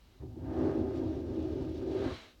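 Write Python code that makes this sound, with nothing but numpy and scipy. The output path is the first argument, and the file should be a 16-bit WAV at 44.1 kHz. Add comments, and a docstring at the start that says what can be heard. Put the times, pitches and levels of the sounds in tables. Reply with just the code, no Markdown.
"""Sliding a snake's drawer

A plastic tub drawer slides along its rack in a quiet carpeted room. The runners catch
and slip, so the tub rumbles and drones, and scrapes more brightly when pulled faster.
The snake inside hisses faintly, then gives one short, stronger hiss as the drawer stops."""
import sys
import numpy as np
from scipy import signal
from scipy.fft import rfft, irfft
from scipy.io import wavfile

SR = 44100
rng = np.random.default_rng(int(sys.argv[2]) if len(sys.argv) > 2 else 0)


def wav_out(sig):
    """Save sig, one row per channel (or a flat mono array), as 16-bit PCM at SR to the path in sys.argv[1]."""
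    wavfile.write(sys.argv[1], SR, np.round(np.clip(np.atleast_2d(sig).T, -1, 1) * 32767).astype(np.int16))


N = 105840
T = np.arange(N) / SR

# the notes at which the tub's floor rings: pitch_hz, width_hz, level_db
TUB_NOTES = [(199.3, 13, -12), (255.4, 13.1, -0.5), (272.3, 9.8, -3), (316.3, 11, -0.5), (356.3, 26, -5),
             (382.8, 21.9, -1.5), (406.3, 28.5, -7), (425.6, 20.8, -9)]
# the pitch that is shaken hardest as the runners travel: time_s, pitch_hz
TUB_STRONGEST_PITCH = [(.235, 308), (.29, 248), (.46, 283), (.55, 366), (.66, 375), (.79, 269), (.92, 347),
                       (1.03, 282), (1.22, 346), (1.33, 290), (1.39, 340), (1.44, 322), (1.5, 375),
                       (1.66, 322), (1.78, 290), (1.92, 424), (2.04, 315), (2.12, 306)]
# how hard the runners rub: time_s, level_db
RUB_FORCE = [(.05, -77), (.19, -66), (.235, -45.5), (.28, -52.5), (.34, -53), (.49, -39.5), (.62, -30),
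             (.74, -33.5), (.8, -32), (.92, -37), (1.03, -33.5), (1.24, -39.5), (1.4, -36), (1.56, -36),
             (1.76, -40), (1.92, -34), (2.05, -32), (2.12, -41.5), (2.18, -64), (2.38, -72)]

def tub_drone():
    """The runners catch and slip, which keeps the tub's floor ringing."""
    pitch_hz = curve(TUB_STRONGEST_PITCH)
    judder = resonate(friction(), pitch_hz, width_hz=223)
    judder = resonate(judder, pitch_hz, width_hz=223)  # twice, for a sharper peak
    drone = rubbed(judder, TUB_NOTES, low_hz=167, high_hz=566, steady_s=0.11)
    return amp(curve(RUB_FORCE)) * drone

# loudness of the scrape, which rises with the speed of the pull: time_s, level_db
SCRAPE_LOUDNESS = [(.19, -81.5), (.215, -66.5), (.26, -78.5), (.36, -74.5), (.5, -58), (.65, -50.5),
                   (.88, -60), (1.02, -60), (1.26, -64.5), (1.42, -61.5), (1.56, -65), (1.615, -60),
                   (1.72, -68), (1.84, -63), (1.98, -55), (2.09, -47.5), (2.15, -58), (2.2, -80)]
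# tone of the scrape: pitch_hz, level_db
SCRAPE_TONE = [(200, -26.5), (450, -1), (800, 0.5), (1080, 1), (1250, 3), (1400, -3), (1560, 0.5),
               (1830, -4.5), (2050, -10), (2400, -14), (4000, -25), (7000, -31.5), (16000, -54.5)]

def runner_scrape():
    """The sliding runners rasp: smooth noise roughened by tiny catches."""
    rough_noise = rng.standard_normal(N) + 0.57 * friction()
    return amp(curve(SCRAPE_LOUDNESS)) * reflected(coloured(rough_noise, SCRAPE_TONE))

# the notes at which the tub's side walls ring: pitch_hz, width_hz, level_db
WALL_NOTES = [(523, 22.4, 2), (566.7, 44, -2.5), (601.4, 94, -3.5), (679.6, 30.6, -5.5), (696, 65, -11),
              (770, 44, -7.5), (884, 128, -12.5)]
# the pitch that is shaken hardest, sinking as the drawer travels: time_s, pitch_hz
WALL_STRONGEST_PITCH = [(.2, 780), (.42, 793), (.62, 650), (.9, 636), (1.4, 579), (1.75, 553), (2.0, 593),
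                        (2.1, 547)]

def wall_drone(scrape_share=0.43):
    """The side walls ring, following partly the scrape and partly the rubbing force."""
    chatter = resonate(friction(), curve(WALL_STRONGEST_PITCH), width_hz=340)
    drone = rubbed(chatter, WALL_NOTES, low_hz=380, high_hz=1020, steady_s=0.06)
    push_db = scrape_share * curve(SCRAPE_LOUDNESS) + (1 - scrape_share) * curve(RUB_FORCE)
    return amp(push_db - 2) * drone

# the low notes at which the tub and its rack flex: pitch_hz, width_hz, level_db
RACK_NOTES = [(39.6, 10, -17.5), (65.4, 16, -6.5), (79.9, 13.5, -0.5), (105, 23.7, -2), (117.6, 16.5, -2.5),
              (149.2, 30.6, -10)]
# loudness of the rumble: time_s, level_db
RUMBLE_LOUDNESS = [(.19, -69), (.21, -44.5), (.24, -41.5), (.35, -51), (.43, -41), (.56, -42.5),
                   (.63, -40.5), (.9, -42), (1.08, -42), (1.3, -43), (1.62, -41), (1.85, -46),
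                   (2.05, -42.5), (2.125, -41), (2.16, -54), (2.22, -74)]

def rack_rumble():
    """Rubbing makes the tub and its rack flex slowly and rumble."""
    rumble = rubbed(friction(), RACK_NOTES, low_hz=29.8, high_hz=213, steady_s=0.26)
    return amp(curve(RUMBLE_LOUDNESS)) * rumble

# harder catches of the runners: start_s, peak_db
HARD_CATCHES = [(.232, -40.5), (.363, -38), (.528, -27.5), (.553, -33), (.596, -30.5), (.639, -27),
                (.661, -26), (.779, -24), (.797, -26), (.82, -31.5), (.863, -30), (1.03, -27.5),
                (1.379, -27), (1.393, -42), (1.875, -41), (1.897, -31.5), (1.986, -40), (2.022, -30.5)]
# jolts as the drawer starts, snags and stops: start_s, peak_db
RACK_JOLTS = [(.228, -43.5), (.41, -42.5), (.618, -32), (.80, -40), (1.07, -39), (2.098, -41.5)]

def bumps():
    """Hard catches knock the tub, damped by the hand and runner; jolts shake the rack."""
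    knocks = struck(HARD_CATCHES, TUB_NOTES, damping=1.67, low_hz=216, high_hz=790)
    thuds = struck(RACK_JOLTS, RACK_NOTES, damping=1.5, low_hz=40, high_hz=250)
    return knocks + thuds

# loudness of the swish: time_s, level_db
SWISH_LOUDNESS = [(.33, -99), (.45, -75), (.65, -63.5), (.88, -68.5), (.94, -64.5), (1.12, -66.5),
                  (1.28, -69), (1.4, -64.5), (1.6, -64.5), (1.72, -65.5), (1.9, -64.5), (1.94, -61),
                  (2.1, -65), (2.2, -77)]
# tone of the swish: pitch_hz, level_db
SWISH_TONE = [(600, -27.5), (1800, -5), (2500, 0), (3000, 0.5), (4100, -0.5), (4800, -5), (5900, -7.5),
              (8000, -23.5), (11000, -27.5), (16000, -35.5)]
# tone of the ticks: pitch_hz, level_db
TICK_TONE = [(1500, -12), (4000, 1.5), (6500, 2), (9000, -6.5), (16000, -11)]

def plastic_swish(ticks_per_s=62):
    """Plastic slides on plastic with a fine swish and faint ticks of paper and grit."""
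    level_db = curve(SWISH_LOUDNESS) + drift(rate_hz=20)  # flutters by about 1 dB
    rough_noise = rng.standard_normal(N) + 0.17 * friction()
    swish = reflected(coloured(rough_noise, SWISH_TONE))
    taps = rng.uniform(-1, 1, N) * (rng.random(N) < ticks_per_s / SR)
    t = np.arange(SR // 50) / SR
    one_tick = rng.standard_normal(len(t)) * np.exp(-t / .003)
    ticks = coloured(signal.fftconvolve(taps, one_tick)[:N], TICK_TONE)
    return amp(level_db) * (swish + amp(-17.5) * ticks)

# the snake's two hisses: start_s, rise_s, hold_s, fall_s, level_db
SNAKE_HISSES = [(-.2, 0.14, .22, 0.11, -72.5), (1.842, 0.3, 0.017, 0.21, -50)]
# tone of the hiss: pitch_hz, level_db
HISS_TONE = [(130, -11), (260, 5.5), (500, 1), (1200, 1.5), (1650, -1.5), (2080, 1.5), (2450, -2.5),
             (3000, 0.5), (3500, -1), (4050, 1.5), (4800, -8.5), (6200, -13), (8000, -21), (11000, -31),
             (16000, -39)]

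def snake_hiss():
    """Air forced through the snake's throat swells, holds and dies away."""
    airflow = np.zeros(N)
    for start_s, rise_s, hold_s, fall_s, level_db in SNAKE_HISSES:
        swell = np.clip((T - start_s) / rise_s, 0, 1) ** 1.1
        fade = np.clip(1 - (T - start_s - rise_s - hold_s) / fall_s, 0, 1) ** 1.13
        airflow += amp(level_db) * swell * fade
    return airflow * reflected(coloured(rng.standard_normal(N), HISS_TONE))

# tone of the background noise: pitch_hz, level_db
ROOM_TONE = [(18, -16.5), (35, -4.5), (60, 1.5), (100, -13), (170, -15.5), (350, -20), (700, -33.5),
             (1500, -34), (4000, -31.5), (6000, -36.5), (9000, -43), (17000, -42)]

def quiet_room():
    """The room's low murmur and faint microphone noise."""
    return amp(-62) * coloured(rng.standard_normal(N), ROOM_TONE)

def friction(catches_per_s=900):
    """Tiny catches of uneven size over smooth sliding noise."""
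    size = amp(4 * np.minimum(rng.exponential(1, N), 3))
    catches = size * rng.standard_normal(N) * (rng.random(N) < catches_per_s / SR)
    return evened(catches) + 0.65 * rng.standard_normal(N)

def ring(notes, damping=1):
    """The sound of one tap: wider notes and more damping die away sooner."""
    t = np.arange(SR // 2) / SR
    sound = np.zeros(len(t))
    for k, (pitch_hz, width_hz, level_db) in enumerate(notes):
        fade = amp(level_db) * width_hz * np.exp(-np.pi * width_hz * damping * t)
        sound += (-1) ** k * fade * np.sin(2 * np.pi * pitch_hz * t)
    return sound

def rubbed(shaking, notes, low_hz, high_hz, steady_s):
    """Rubbing rings the notes; the steady pull holds their average strength."""
    ringing = signal.fftconvolve(shaking, ring(notes))[:N]
    ringing = evened(band(ringing, low_hz, high_hz))
    window = signal.windows.hann(2 * int(steady_s * SR / 2) + 1)
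    power = signal.fftconvolve(ringing ** 2, window / window.sum(), "same")
    return ringing / np.sqrt(abs(power) + 1e-4)

def struck(blows, notes, damping, low_hz, high_hz):
    """Single blows ring the notes."""
    taps = np.zeros(N)
    for start_s, peak_db in blows:
        taps[round(start_s * SR)] += amp(peak_db)
    knock = band(ring(notes, damping), low_hz, high_hz)
    return signal.fftconvolve(taps, knock / abs(knock).max())[:N]

def reflected(x, echo_db=-7.5, fade_s=0.14):
    """Adds quick echoes from the tub's walls and the room; they drop 60 dB in fade_s."""
    t = np.arange(SR // 5) / SR
    bounces = rng.standard_normal(len(t)) * (rng.random(len(t)) < .03)
    bounces *= np.exp(-np.log(1000) * t / fade_s)
    echoes = signal.fftconvolve(x, bounces / np.linalg.norm(bounces))[:N]
    return evened(x + amp(echo_db) * echoes)

def resonate(x, pitch_hz, width_hz):
    """Brings out the part of x near a moving pitch."""
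    turn = np.exp(2j * np.pi * np.cumsum(pitch_hz) / SR)
    decay = np.exp(-np.pi * width_hz / SR)
    return 2 * (turn * signal.lfilter([1 - decay], [1, -decay], x / turn)).real

def band(x, low_hz, high_hz):
    """Keeps the range of pitches that a part gives off well."""
    return signal.sosfilt(signal.butter(2, [low_hz, high_hz], "band", fs=SR, output="sos"), x)

def coloured(x, tone):
    """Shapes the lows and highs of x by a tone table, at average strength 1."""
    pitch_hz, level_db = np.transpose(tone)
    hz = np.fft.rfftfreq(N, 1 / SR)
    gain = amp(np.interp(np.log(hz + 1), np.log(pitch_hz), level_db))
    return evened(irfft(rfft(x) * gain, N))

def drift(rate_hz):
    """A slow random wobble of average strength 1."""
    hz = np.fft.rfftfreq(N, 1 / SR)
    return evened(irfft(rfft(rng.standard_normal(N)) / (1 + (hz / rate_hz) ** 4), N))

def curve(points):
    """Joins (time_s, value) points with straight lines."""
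    return np.interp(T, *np.transpose(points))

def evened(x):
    """Scales x to an average strength (rms) of 1."""
    return x / np.sqrt(np.mean(x ** 2) + 1e-20)

def amp(db):
    """Turns decibels into a number to multiply by."""
    return 10 ** (np.asarray(db) / 20)

def scene():
    """The quiet room, the drawer and the snake, in one channel."""
    room = quiet_room()
    drawer = rack_rumble() + tub_drone() + wall_drone() + runner_scrape() + bumps() + plastic_swish()
    return (room + drawer + snake_hiss())[None]

def record(dry):
    """Cuts the very highest treble."""
    treble_cut = signal.firwin(511, 17100, window=("kaiser", 9), fs=SR)
    return signal.oaconvolve(dry, treble_cut[None], "same")

dry = scene()
out = record(dry)
wav_out(out)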